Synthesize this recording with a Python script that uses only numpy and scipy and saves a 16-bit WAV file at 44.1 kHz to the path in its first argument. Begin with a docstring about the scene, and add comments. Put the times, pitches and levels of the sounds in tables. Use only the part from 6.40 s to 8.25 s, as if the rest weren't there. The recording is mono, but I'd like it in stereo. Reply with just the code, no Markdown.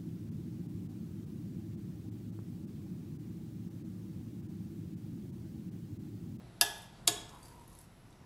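"""Spoon on a glass bowl

A metal spoon knocks twice on a glass bowl of batter. The glass rings, the batter damps it,
and the kitchen counter thuds. Between and after the knocks the spoon scrapes, ticks and rubs.
A small hard room answers each knock, and the house hums quietly underneath."""
import sys
import numpy as np
from scipy import signal
from scipy.fft import rfft, irfft
from scipy.io import wavfile
from scipy.ndimage import uniform_filter1d

SR = 44100
rng = np.random.default_rng(int(sys.argv[2]) if len(sys.argv) > 2 else 0)


def wav_out(sig):
    """Save sig, one row per channel (or a flat mono array), as 16-bit PCM at SR to the path in sys.argv[1]."""
    wavfile.write(sys.argv[1], SR, np.round(np.clip(np.atleast_2d(sig).T, -1, 1) * 32767).astype(np.int16))


N = 81585


def undb(db):
    return 10 ** (np.asarray(db) / 20)


def pan(db):
    """Left and right gains, the left louder by db."""
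    return undb(np.array([[db], [-db]]) / 2)


def fade(t, t60):
    """Silent before t = 0, then falls 60 dB in t60 seconds: the fade time."""
    return (t >= 0) * np.exp(-np.log(1000) * np.maximum(t, 0) / t60)


def unit(x):
    return x / np.sqrt(np.mean(x ** 2))


def band(x, hz, q):
    """Keeps the sound near hz; a higher q is narrower."""
    return signal.lfilter(*signal.iirpeak(min(hz, .45 * SR), q, fs=SR), x)


def highpass(x, hz):
    return signal.lfilter(*signal.butter(1, hz, "high", fs=SR), x)


def wander(per_second):
    """A smooth random wobble."""
    hold = int(SR / per_second)
    steps = np.repeat(rng.standard_normal(N // hold + 1), hold)
    return 1.7 * uniform_filter1d(uniform_filter1d(steps, hold), hold)[:N]


# The house's noise before the bass boost. Each row: frequency in Hz, level in dB per Hz.
HOUSE_NOISE = [(25, -84.5), (35, -82.5), (50, -78), (70, -88.5), (136, -77.5), (237, -90), (300, -88),
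               (460, -97), (700, -94), (1400, -97.5), (2800, -103), (4800, -105), (7000, -113),
               (8500, -114), (11000, -116), (13000, -116), (16000, -124)]
# The background rumble wavers in level throughout. Each row: time in seconds, bass boost in dB.
RUMBLE_LEVELS = [(0, 11), (.4, 7.5), (.55, 8.5), (.65, 13.5), (.9, 11), (1.05, 9), (1.28, 9.5), (1.45, 8),
                 (1.85, 8.5)]


def house_hum(t):
    """Bands of noise that flicker a little, with the bass alike on both sides."""
    out = np.zeros((2, N))
    freqs, levels = np.array(HOUSE_NOISE).T
    rumble_db = np.interp(t, *np.array(RUMBLE_LEVELS).T)
    for hz in 30 * 2 ** (np.arange(19) / 2):  # half an octave apart
        mid, side = (unit(band(band(rng.standard_normal(N), hz, 2.5), hz, 2.5)) for _ in range(2))
        db = np.interp(np.log(hz), np.log(freqs), levels) + 10 * np.log10(hz / 6)
        db = db + 1.2 * wander(6) + rumble_db / (1 + (hz / 800) ** 2)
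        alike = 0.73 / (1 + hz / 388.6)
        out += undb(db) * (np.sqrt(1 + alike) * mid + np.sqrt(1 - alike) * np.array([side, -side]))
    return out


# The spoon's two knocks. Each row: start in seconds, then levels in dB of the click, crack,
# first touch and counter thud, then lean to the left in dB.
SPOON_KNOCKS = [(.2119, 4, -12, -44, -40, 3), (.6761, -8, -12, -25, -29, -1.5)]
# The tones of bowl and spoon. Each row: pitch in Hz, fade time in seconds,
# level in dB at the first knock, level in dB at the second.
BOWL_TONES = [(319, 0.19, -45.5, -37), (419.3, .1, -36.5, -32.5), (536, 0.059, -41.5, -40.5),
              (714.5, 0.054, -23, -24.5), (795, 0.037, -20, -30), (914, 0.11, -31.5, -37.5),
              (1088, 0.018, -43.5, -23.5), (1703, 0.073, -42.5, -31.5), (2407, 0.018, -24.5, -32.5),
              (1689, .55, -39, -64), (1702, .3, -30, -60), (2750, 0.064, -30, -34),
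              (3200, 0.32, -53.5, -55), (3333, 0.017, -13, -12.5), (3521, 0.016, -10.5, -22.5),
              (3810, 0.021, -23.5, -15), (4553, 0.021, -24.5, -20), (4950, .02, -16.5, -21),
              (5227, 0.011, -9, -20), (6020, 0.018, -16, -25.5), (6686, 0.0071, -16.5, -12),
              (7615, 0.005, -22.5, -27.5)]
LONG_TONE_S = .2  # tones with a longer fade time belong to glass_ring


def knocks(t):
    """The spoon touches lightly, then hits with a click and a crack that set off the short tones."""
    out = np.zeros((2, N))
    lag_s = np.array([[0], [.00007]])  # the right side hears it later
    for k, (start, click_db, crack_db, touch_db, _, pan_db) in enumerate(SPOON_KNOCKS):
        age = t - start - lag_s
        touch = undb(touch_db) * fade(age + .0032, t60=.019)
        click = undb(click_db) * np.sinc(age * SR) * (np.abs(age) < .001)
        crack = undb(crack_db) * fade(age, t60=.017)
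        knock = highpass(click + (touch + crack) * rng.standard_normal((2, N)), hz=1560)
        for hz, t60, *levels in BOWL_TONES:
            # each tone reaches each side at a slightly different time
            shift_s = .00017 * rng.standard_normal((2, 1)) * min(hz / 2500, 1)
            if t60 <= LONG_TONE_S:
                rise = np.clip(age * hz / 2.68, 0, 1)  # low tones take longer to build
                tone = np.sin(2 * np.pi * hz * (age + shift_s))
                knock += undb(levels[k]) * rise * fade(age, t60) * tone
        out += knock * pan(pan_db)
    return out


def glass_ring(t):
    """The long tones outlast each knock; two close pitches beat against each other."""
    out = np.zeros((2, N))
    lag_s = np.array([[0], [.00013]])
    for k, (start, *_) in enumerate(SPOON_KNOCKS):
        age = t - start
        rise = np.clip(age / .0046, 0, 1)
        for hz, t60, *levels in BOWL_TONES:
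            if t60 > LONG_TONE_S:
                tone = np.sin(2 * np.pi * hz * (age - lag_s))
                out += undb(levels[k]) * rise * fade(age, t60) * tone
    return out * pan(db=5.5)


def counter_thud(t, hz=113, rise_s=.032):
    """The counter answers each knock with one low tone."""
    out = np.zeros(N)
    for start, _, _, _, thud_db, _ in SPOON_KNOCKS:
        age = t - start
        rise = np.clip(age / rise_s, 0, 1) ** 2
        out += undb(thud_db) * rise * fade(age, t60=.25) * np.sin(2 * np.pi * hz * age)
    return out


def stroke(t, curve, wobble_db):
    """The loudness of a spoon stroke: follows the curve unsteadily, silent outside it."""
    times, levels = np.array(curve).T
    moving = (t > times[0]) * (t < times[-1])
    return moving * undb(np.interp(t, times, levels) + wobble_db * wander(20))


# The spoon drags along the glass. Each row: time in seconds, level in dB.
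SCRAPE_LEVELS = [(.3, -83), (.36, -61), (.44, -62.5), (.48, -80), (.84, -86), (.9, -66), (1.051, -60.5),
                 (1.15, -65.5), (1.25, -69), (1.35, -62.5), (1.45, -68), (1.49, -100)]


def scrape(t, slips_per_s=4300):
    """Steel sticks and slips on wet glass, making a stream of tiny uneven clicks."""
    slips = rng.random(N) < slips_per_s / SR
    clicks = slips * rng.standard_normal(N) * undb(3.5 * rng.exponential(size=N))
    return unit(highpass(clicks, hz=4170)) * stroke(t, SCRAPE_LEVELS, wobble_db=1.2)


# Light taps of the spoon. Each row: start in seconds, level in dB, pitch in Hz,
# hiss in dB relative to that level.
SPOON_TICKS = [(0.361, -47.5, 3430, -16), (0.379, -49.5, 10400, 2), (0.4214, -57, 3300, 6),
               (0.8928, -48.5, 5870, -20), (0.9477, -57.5, 3300, 1), (1.0296, -52, 8000, -23),
               (1.0573, -55, 4830, -2), (1.1214, -66, 4640, 2), (1.2108, -62, 7660, -12),
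               (1.278, -51.5, 10500, -6), (1.2994, -62, 10800, -8), (1.3503, -58.5, 10700, 7),
               (1.388, -56, 10500, 10), (1.4127, -53, 11930, -1.5), (1.4444, -66, 11800, 0),
               (1.7061, -62.5, 8170, -15), (1.727, -59.5, 4040, 0)]


def ticks(t):
    """Each tap is a short bright hiss with its own ring."""
    out = np.zeros(N)
    for start, db, hz, hiss_db in SPOON_TICKS:
        hiss = highpass(rng.standard_normal(N), hz=4170)
        ring = unit(band(hiss, hz, q=5.4))
        out += undb(db) * fade(t - start, t60=.013) * (ring + undb(hiss_db) * hiss)
    return out


def friction(t, curve, hz, q):
    """Rubbing makes noise, gathered here around one pitch."""
    noise = band(band(rng.standard_normal(N), hz, q), hz, q)
    return unit(noise) * stroke(t, curve, wobble_db=4)


# Brushing before the second knock. Each row: time in seconds, level in dB.
BRUSH_LEVELS = [(.42, -79), (.5, -74), (.62, -72), (.66, -79)]


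def dry_brush(t):
    """Dry friction gives a faint, broad hiss."""
    return friction(t, BRUSH_LEVELS, hz=3600, q=.98)


# The spoon rubs in the batter. Each row: time in seconds, level in dB.
RUB_LEVELS = [(.8, -98), (.95, -63), (1.05, -76.5), (1.2, -66.5), (1.3, -70), (1.379, -63.5), (1.46, -94)]


def batter_rub(t):
    """Wet friction gives a lower, rounder noise."""
    return friction(t, RUB_LEVELS, hz=933, q=3.4)


# One thin squeak. Each row: time in seconds, level in dB.
SQUEAK_LEVELS = [(0.988, -90), (1.03, -68.5), (1.082, -76), (1.14, -79), (1.179, -86)]


def squeak(t):
    """Steel on glass gives a noise so narrow it is almost a note."""
    return friction(t, SQUEAK_LEVELS, hz=4680, q=21)


# The room's echo. Each row: frequency in Hz, fade time in seconds, relative level in dB.
ROOM_ECHO = [(149.3, 0.21, -19), (400, 0.78, -20.5), (972, 0.68, -23.5), (1940, 0.71, -29.5),
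             (3500, 0.47, -29.5), (6860, 0.44, -29), (11990, 0.28, -27)]


def room(x):
    """The direct sound, a quick answer from the counter and near walls, then a fading echo."""
    age = np.arange(SR) / SR
    bass_filter = signal.butter(2, 998, fs=SR)

    def reflections():
        noise = rng.standard_normal((3, SR))
        sides, shared = noise[:2], noise[2]
        return sides + signal.lfilter(*bass_filter, shared - sides)  # both sides share the bass

    echo = undb(-26.5) * fade(age - .0005, t60=.065) * reflections()
    for hz, t60, db in ROOM_ECHO:
        echo += undb(db - 12.5) * fade(age - .004, t60) * band(reflections(), hz, q=1.6)
    echo[:, 0] = 1  # the direct sound
    return signal.fftconvolve(x, echo, axes=1)[:, :N]


def scene():
    """The spoon sounds through the room; the ring is mostly direct, the thud and hum fully so."""
    t = np.arange(N) / SR
    spoon = knocks(t) + ticks(t) + scrape(t) + batter_rub(t) + squeak(t) + dry_brush(t)
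    ring = glass_ring(t)
    return room(spoon + undb(-11) * ring) + ring + counter_thud(t) + house_hum(t)


def colour(x, hz, db, size=2048):
    """Turns each frequency up or down by its gain in dB."""
    freqs = np.maximum(np.arange(size // 2 + 1) * SR / size, 1)
    cepstrum = irfft(np.log(undb(np.interp(np.log(freqs), np.log(hz), db))))
    # fold it so the filter never rings before a sound arrives
    cepstrum[1:size // 2] *= 2
    cepstrum[size // 2 + 1:] = 0
    return signal.fftconvolve(x, irfft(np.exp(rfft(cepstrum))))[:len(x)]


# Left and right tone colour, with the treble cut off above about 15 kHz.
# Each row: frequency in Hz, left gain in dB, right gain in dB.
TONE_COLOUR = [(100.2, -7.5, -4.5), (4600, -2, 0), (6000, -7, 1.5), (6670, -5.5, 1.5), (7900, -33.5, 7),
               (9000, 0, 2), (9620, 1, -3), (10600, 12, -16.5), (11810, 3, -20.5), (14000, -3, -11),
               (14360, -9, -27), (14820, -29.5, -35.5), (15300, -44.5, -54), (16500, -49, -53.5)]


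def record(dry):
    """Each side gets its own tone colour; a faint hiss joins and the highest treble is cut."""
    hz, left_db, right_db = np.array(TONE_COLOUR).T
    coloured = np.array([colour(dry[0], hz, left_db), colour(dry[1], hz, right_db)])
    hiss = highpass(rng.standard_normal(dry.shape), hz=5000)
    hiss = signal.sosfilt(signal.cheby1(8, 1, 15000, fs=SR, output="sos"), hiss)
    treble_cut = signal.ellip(8, .2, 70, 16600, fs=SR, output="sos")
    return signal.sosfilt(treble_cut, coloured + undb(-77) * hiss)


dry = scene()
out = record(dry)
wav_out(out)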